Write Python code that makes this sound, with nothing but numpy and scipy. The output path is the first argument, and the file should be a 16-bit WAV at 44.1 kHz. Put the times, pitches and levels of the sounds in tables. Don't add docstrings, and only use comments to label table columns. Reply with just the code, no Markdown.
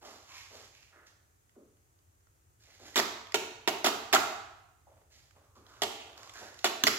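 import sys
import numpy as np
from scipy import signal
from scipy.io import wavfile
from scipy.ndimage import uniform_filter1d

SR = 44100
rng = np.random.default_rng(int(sys.argv[2]) if len(sys.argv) > 2 else 0)


def nominal_scale(level):
    x = np.asarray(level, float) / 20
    return 10 ** x


def log_audio(samples):
    frames = np.atleast_2d(samples).T
    limited = np.clip(frames, -1, 1)
    pcm = np.round(limited * 32767).astype(np.int16)
    wavfile.write(sys.argv[1], SR, pcm)


N = 307818

# pitch_hz [Hz], level_db [dB per Hz]
CRACKLE_COLOUR = [(600, -19), (1300, 0.5), (2000, 1.5), (3000, -4.5), (4500, -2.5), (7400, -4.5),
                  (8200, -15), (9000, -38), (10000, -19.5), (11500, -10), (13500, -21), (16000, -18)]
# low_hz [Hz], high_hz [Hz]
BAND_HZ = [272, 15800]
RIP_FADE_DB = -5
STROKE_ROOM = 15000


def evened(x):
    return x / np.sqrt(np.mean(x ** 2) + 1e-20)


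def read(points, hz):
    f, value = np.transpose(points)
    return np.interp(np.log(hz + 1), np.log(f + 1), value)


def add(mix, s, sound):
    part = mix[round(s * SR):][:len(sound)]
    part += sound[:len(part)]


def colour(x, points):
    hz = abs(np.fft.fftfreq(4096, 1 / SR))
    log_gain = np.log(nominal_scale(np.maximum(read(points, hz), -100)))
    phase = -signal.hilbert(log_gain).imag
    taps = np.fft.ifft(np.exp(log_gain + 1j * phase)).real[:2048]
    return signal.oaconvolve(x, taps)[:len(x)]


def modes(x, table):
    out = np.zeros(len(x))
    for hz, width, db in table:
        pole = np.exp((2j * np.pi * hz - np.pi * width) / SR)
        out += nominal_scale(db) * 2 * signal.lfilter([1 - abs(pole)], [1, -pole], x).real
    return out


def glide(x, hz, width):
    turn = np.exp(2j * np.pi * np.cumsum(hz) / SR)
    r = np.exp(-np.pi * width / SR)
    once = signal.lfilter([1 - r], [1, -r], x / turn)
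    return (turn * signal.lfilter([1 - r], [1, -r], once)).real


def turns(k, per_s):
    return np.sqrt(2 / 3) * np.cos(2 * np.pi * (np.arange(N) * per_s / SR + k / 3))


def crackle(count, per_s, spread_db):
    hit, size, sign = rng.random((count, 3)).T
    clicks = (hit < per_s / SR) * np.sign(sign - .5)
    return evened(clicks * nominal_scale(-spread_db * np.log(size + .06)))


def snap(db, hz, cycles, fizz, fizz_s):
    t = np.arange(700) / SR
    swell = t * hz / cycles * np.exp(1 - t * hz / cycles)
    puff = evened(colour(rng.standard_normal(len(t)), CRACKLE_COLOUR))
    return nominal_scale(db) * (swell * np.sin(2 * np.pi * hz * t) + fizz * puff * np.exp(-t / fizz_s))


def floor():
    # pitch_hz [Hz], level_db [dB per Hz]
    quiet = [(24, -30.5), (40, -4), (94, 6), (115, -0.5), (167, -17), (231, -19), (345, -14.5),
             (503, -19.5), (1300, -21), (3830, -31.5), (5310, -29), (6490, -22.5), (9690, -27.5),
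             (16000, -28)]
    # pitch_hz [Hz], likeness [-1 to 1]
    quiet_same = [(60, 0.87), (240, 0.7), (950, -0.63), (3770, 0.21), (15000, -0.35)]
    # start_s [s], level_db [dB]
    hum_swell = [(0.0, -74.5), (0.58, -72), (1.11, -75), (2.41, -72.5), (3.89, -68.5), (5.23, -71.5),
                 (5.52, -70), (6.06, -71), (6.82, -72), (6.98, -64)]
    frames, hz = N // 512 + 5, np.fft.rfftfreq(2048, 1 / SR)
    a, b, c, d, patches = rng.standard_normal((frames, 1025, 5)).T
    patches = uniform_filter1d(patches, size=6, axis=0)
    patches = evened(uniform_filter1d(patches, size=8, axis=1))
    same = np.clip(read(quiet_same, hz), -1, 1)[:, None]
    left = a + 1j * b
    z = np.array([left, same * left + np.sqrt(1 - same ** 2) * (c + 1j * d)])
    s, hum_db = np.transpose(hum_swell)
    swell_db = np.interp(np.arange(frames) * 512 / SR, s, hum_db - hum_db.mean())
    z *= nominal_scale(read(quiet, hz)[:, None] + 0.5 * patches + (hz < 140)[:, None] * swell_db)
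    sound = signal.istft(z, nperseg=2048, noverlap=1536)[1][:, :N]
    return nominal_scale(-66) * evened(sound)


def garage(x):
    # pitch_hz [Hz], t60_s [s]
    ring_time = [(150, 0.59), (400, 0.66), (1040, 0.89), (2760, 0.78), (7280, 0.66), (12000, 0.47)]
    # pitch_hz [Hz], level_db [dB]
    tail_colour = [(150, 4), (400, 0), (1000, 0), (3000, -1.5), (7000, -0.5), (12000, 2)]
    # pitch_hz [Hz], likeness [0 to 1]
    tail_same = [(200, 0.92), (400, 1), (800, 0.32), (1500, 0.09)]
    out = np.zeros((2, N))
    for k in range(3):
        taps = np.zeros((2, SR))
        at = np.arange(200, SR - 12, 12) + rng.integers(0, 12, (2, (SR - 201) // 12))
        np.put_along_axis(taps, at, rng.choice([-1., 1.], at.shape), 1)
        hz, t, z = signal.stft(taps, SR, nperseg=512)
        same = np.clip(read(tail_same, hz), -1, 1)[:, None]
        z[1] = same * z[0] + np.sqrt(1 - same ** 2) * z[1]
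        early = 1 - .5 * np.exp(-t / 0.0024)
        z *= early * nominal_scale(read(tail_colour, hz)[:, None] - 60 * t / read(ring_time, hz)[:, None])
        tail = signal.istft(z, SR, nperseg=512)[1]
        tail = tail / np.linalg.norm(tail[0])
        out += signal.fftconvolve((x * turns(k, 30))[None], tail, axes=1)[:, :N]
    return out


def near(x):
    level_db, latest_s = -9.5, .004
    treble = signal.sosfilt(signal.butter(2, 700, "high", fs=SR, output="sos"), x)
    out = x.copy()
    for k in range(3):
        delay, sign = rng.random((14, 2)).T
        taps = np.zeros(1024)
        at = np.clip(6 + delay * latest_s * SR, 6, 1000).astype(int)
        taps[at] = np.sign(sign - .5) * (1 - delay / 2)
        out += nominal_scale(level_db) * signal.oaconvolve(treble * turns(k, 40), taps)[:N]
    return out


def ports(tape, hands, wet):
    # pitch_hz [Hz], left_minus_right_db [dB]
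    shade = [(380, .5), (700, -3.5), (2400, -3), (8000, -5), (15000, -8)]
    lag = 4
    left = near(np.roll(tape, lag)) + np.roll(hands, lag) + wet[0]
    right = near(tape) + hands + wet[1]
    return nominal_scale(-0.15) * np.array([colour(left, shade), right])


def pressure(length, lean):
    flicker_db, flicker_s = 2.5, .012
    share = np.clip(np.arange(STROKE_ROOM) / SR / length, 0, 1)
    catches = np.repeat(rng.standard_normal(STROKE_ROOM // 100), 100)
    catches = evened(signal.lfilter([1], [1, -np.exp(-1 / SR / flicker_s)], catches))
    return np.sin(np.pi * share ** lean) * nominal_scale(flicker_db * catches)


def handling():
    # start_s [s], length_s [s], cloth_hiss_db [dB], rubbing_db [dB], rubbing_pitch_hz [Hz]
    strokes = [(.01, 0.31, -54.5, -59.5, 1220), (0.274, 0.26, -52, -54.5, 2370),
               (.49, 0.26, -56, -67, 1110), (.72, 0.26, -63.5, -65, 2440), (.92, 0.21, -89, -60, 1570),
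               (1.06, 0.087, -64, -89, 1435), (1.549, .1, -90, -72.5, 1200), (0.281, 0.2, -78, -56, 1020),
               (2.597, 0.38, -60, -85, 1900), (2.654, 0.14, -76.5, -66, 2200),
               (2.79, 0.54, -55.5, -67, 1600), (4.86, 0.11, -84.5, -72, 993), (5.1, .24, -65, -78, 1780),
               (5.35, 0.29, -81.5, -72, 1106), (5.55, 0.089, -65, -60.5, 1128),
               (5.65, 0.29, -65, -59.5, 1284), (5.84, 0.28, -56, -46.5, 2920),
               (6.16, .22, -56.5, -55.5, 1170), (6.33, .26, -53, -52.5, 1620), (6.56, 0.17, -56, -69, 1700)]
    # start_s [s], length_s [s], level_db [dB]
    grips = [(.01, 0.21, -49.5), (0.279, .22, -72), (0.502, 0.18, -54.5), (0.898, 0.27, -67),
             (2.6, 0.44, -69.5), (2.788, 0.23, -56.5), (4.867, 0.22, -67), (5.097, 0.5, -74.5),
             (5.345, 0.14, -63.5), (5.551, 0.41, -63), (5.997, 0.45, -57), (6.34, .24, -51.5),
             (6.56, 0.099, -69)]
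    # pitch_hz [Hz], level_db [dB per Hz]
    cloth = [(900, -28), (1600, -8.5), (2700, -8.5), (4500, -6), (7300, -7), (8500, -27), (12000, -18),
             (16000, -41)]
    handle = [(282, 120, 0.5), (417, 200, -8.0), (630, 360, 7.0)]  # pitch_hz, width_hz, level_db
    out, count = np.zeros(N), STROKE_ROOM
    for s, length, hiss_db, rub_db, rub_hz in strokes:
        hiss = colour(crackle(count, per_s=5400, spread_db=6.0), cloth)
        grains = crackle(count, per_s=3000, spread_db=-1.5)
        rub = glide(grains, np.full(count, rub_hz), width=.42 * rub_hz)
        sound = nominal_scale(hiss_db + 2.0) * evened(hiss) + nominal_scale(rub_db) * evened(rub)
        add(out, s, nominal_scale(-2.5) * sound * pressure(length, lean=0.5))
    for s, length, db in grips:
        rumble = modes(crackle(count, per_s=610, spread_db=-3.5), handle)
        add(out, s, nominal_scale(db - 3.5) * evened(rumble) * pressure(length, lean=0.58))
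    return out


def small_hits():
    # start_s [s], peak_db [dB], ring_hz [Hz]
    ticks = [(0.754, -66, 2550), (0.829, -47.5, 2660), (1.067, -51, 5640), (1.1094, -63, 2510),
             (1.494, -57, 7670), (1.7694, -63, 4130), (1.9894, -61, 5100), (2.207, -63.5, 6350),
             (2.27, -59.5, 1300), (2.6065, -60, 6740), (2.9437, -39.5, 2000), (3.0184, -37, 5410),
             (3.27, -41, 3250), (3.3211, -33.5, 2790), (3.701, -33, 2480), (5.115, -61, 6540),
             (5.3091, -50.5, 2720), (5.6656, -49, 3520), (6.0694, -43.5, 2704), (6.1306, -46, 3140),
             (6.1775, -37.5, 5150), (6.2315, -39, 6600), (6.2952, -37.5, 6700), (6.338, -38, 7340),
             (6.3678, -54, 7500), (6.543, -41, 6135), (6.5723, -45, 5286), (6.591, -35.5, 6130)]
    # start_s [s], peak_db [dB], ring_hz [Hz]
    knocks = [
        (0.022, -43.5, 680),
        (0.529, -42, 515),
        (0.952, -56.5, 390),
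        (1.562, -40, 268),
        (1.582, -50, 415),
        (2.81, -45.5, 230),
        (4.869, -48.5, 648),
        (5.359, -53.5, 1083),
        (5.562, -46, 250),
    ]
    out = np.zeros(N)
    for s, db, hz in ticks:
        add(out, s, snap(db - 3.0, hz, cycles=.8, fizz=1.0, fizz_s=0.0011))
    t = np.arange(4000) / SR
    for s, db, hz in knocks:
        blow = rng.standard_normal(len(t)) * np.exp(-t / 0.043)
        pitch = np.full(len(t), hz)
        shake = glide(glide(blow, pitch, width=520), pitch, width=520)
        add(out, s, nominal_scale(db - 6.0) * shake / abs(shake).max())
    return out


def slips(s, length):
    # start_s [s], peak_db [dB], ring_hz [Hz]
    strong_slips = [(2.9583, -16.8, 3800), (2.9683, -15.9, 5300), (2.9776, -13.1, 3800),
                    (2.9869, -12.7, 3800), (2.9932, -15.4, 5300), (2.9993, -16.5, 1300),
                    (3.344, -13.4, 2700), (3.3468, -17.5, 5300), (3.6761, -16.0, 2700),
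                    (3.684, -17.2, 2700), (3.3578, -21, 7400), (3.8444, -18.3, 5300), (3.8631, -14.1, 3800),
                    (3.8694, -15.3, 1300), (4.1282, -13.2, 2700), (4.1345, -15.8, 5300),
                    (4.1405, -12.6, 5300), (4.1487, -11.5, 1300), (4.1567, -13.7, 1300),
                    (4.1636, -12.4, 1300), (4.1681, -14.5, 2700), (5.82, -18.9, 3200),
                    (5.8239, -19.5, 3200), (5.8341, -19.8, 7400), (6.6445, -14.4, 2700),
                    (6.6532, -18.6, 3800), (6.8378, -12.9, 5300), (6.8693, -9.5, 3800),
                    (6.8759, -12.9, 5300), (6.882, -14.5, 2700)]
    gap_s = .0037
    over_crackle_db, scatter_db, low_hz, high_hz = 3.5, 2, 900, 7900
    strong = [row for row in strong_slips if s - gap_s <= row[0] <= s + length + gap_s]
    db = np.mean(strong, axis=0)[1] - 11
    nudge, size, ring = rng.random((16, 3)).T
    at = strong[0][0] + gap_s * (np.arange(16) + .6 + .6 * nudge)
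    nearest_s = abs(at[:, None] - np.array(strong)[:, 0]).min(axis=1)
    free = (at < s + length) & (nearest_s > gap_s / 2)
    weak_db = db + over_crackle_db + RIP_FADE_DB * (at - s) / length - scatter_db * size
    weak_db = np.where(free, weak_db, -np.inf)
    weak_hz = low_hz * (high_hz / low_hz) ** ring
    return db, strong + list(np.transpose([at, weak_db, weak_hz]))


def rips():
    # start_s [s], length_s [s], film_db [dB], drum_db [dB], strip_db [dB]
    jerks = [
        (2.9549, 0.051, -12, -3, 1.5),
        (3.3396, .022, -2.5, 3.5, 6),
        (3.672, 0.025, -13, 1.5, 7),
        (3.8433, 0.05, -7.5, 4, 4.5),
        (4.1246, 0.041, -11, 1.5, 5.5),
        (5.813, 0.034, 1.5, 0.7, 9),
        (6.643, 0.037, -5.5, -5, 2.5),
        (6.837, 0.0053, -3.5, 6, 4),
        (6.8655, 0.02, -9, -4.5, -4),
    ]
    # pitch_hz [Hz], width_hz [Hz], level_db [dB]
    roll = [(274.6, 18, -4.5), (401, 48, 1.5)]
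    # pitch_hz [Hz], width_hz [Hz], level_db [dB]
    first_bend = [(700, 190, -7), (724, 90, -2.5), (924, 30, -4)]
    # pitch_hz [Hz], width_hz [Hz], level_db [dB]
    second_bend = [(1138, 250, -11), (1398, 17, -12)]
    film_hz, second_bend_db = 3020, -3
    out, clumps = np.zeros(N), np.zeros(N)
    tap = signal.unit_impulse(2000)
    drum, strip = modes(tap, roll), modes(tap, first_bend + second_bend)
    for s, length, film_db, drum_db, strip_db in jerks:
        pull_db, rows = slips(s, length)
        kick = nominal_scale(drum_db) * drum + nominal_scale(strip_db - 4) * strip
        kicks_db = pull_db + (drum_db + strip_db) / 2 - 2 - 16.5 * rng.random(30)
        for (at, db, hz), kick_db in zip(rows, kicks_db):
            add(out, at - .0006, snap(db - 1.5, hz, cycles=0.94, fizz=0.35, fizz_s=.0015))
            add(out, at - .0006, np.isfinite(db) * nominal_scale(kick_db) * kick / kick.max())
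            add(clumps, at - .0008, nominal_scale(db + 17) * np.exp(-np.arange(600) / SR / .0018))
        t = np.arange(5000) / SR
        pull = nominal_scale(pull_db + RIP_FADE_DB * t / length) * np.clip((length - t) / 0.0036, 0, 1)
        clump = clumps[round(s * SR):][:len(t)]
        pull = pull * (.4 + clump) * (np.cumsum(clump) > 0)
        glue = crackle(len(t), per_s=4500, spread_db=1.0)

        def driven(body):
            return body(pull * glue) / np.std(body(glue))

        add(out, s, driven(lambda x: colour(x, CRACKLE_COLOUR)))
        film = driven(lambda x: glide(x, np.full(len(t), film_hz), width=1900))
        add(out, s, nominal_scale(film_db) * film)
        for db, table in ((drum_db, roll), (strip_db, first_bend), (second_bend_db, second_bend)):
            add(out, s, nominal_scale(db - 4.0) * driven(lambda x: modes(x, table)))
    return out


def scene():
    # pitch_hz [Hz], width_hz [Hz], level_db [dB]
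    handle_frame = [(119, 60, -5)]
    band = signal.butter(4, BAND_HZ[0], "high", fs=SR, output="sos")
    jerks = rips()
    tape, hands = signal.sosfilt(band, [jerks + small_hits(), handling()])
    tape = tape + modes(jerks, handle_frame)
    wet = garage(nominal_scale(-2.5) * tape + nominal_scale(-2.0) * hands)
    return ports(tape, hands, wet) + floor()


def top_cut(x):
    return signal.sosfilt(signal.butter(12, 16990, fs=SR, output="sos"), x)


def record(dry):
    ceiling = .75
    rounded = ceiling * np.tanh(dry / ceiling)
    low_cut = signal.sosfilt(signal.butter(2, 48, "high", fs=SR, output="sos"), rounded)
    edge = signal.firwin(95, BAND_HZ[1], fs=SR)[None]
    return top_cut(signal.oaconvolve(low_cut, edge, "same"))


dry = scene()
out = record(dry)
log_audio(out)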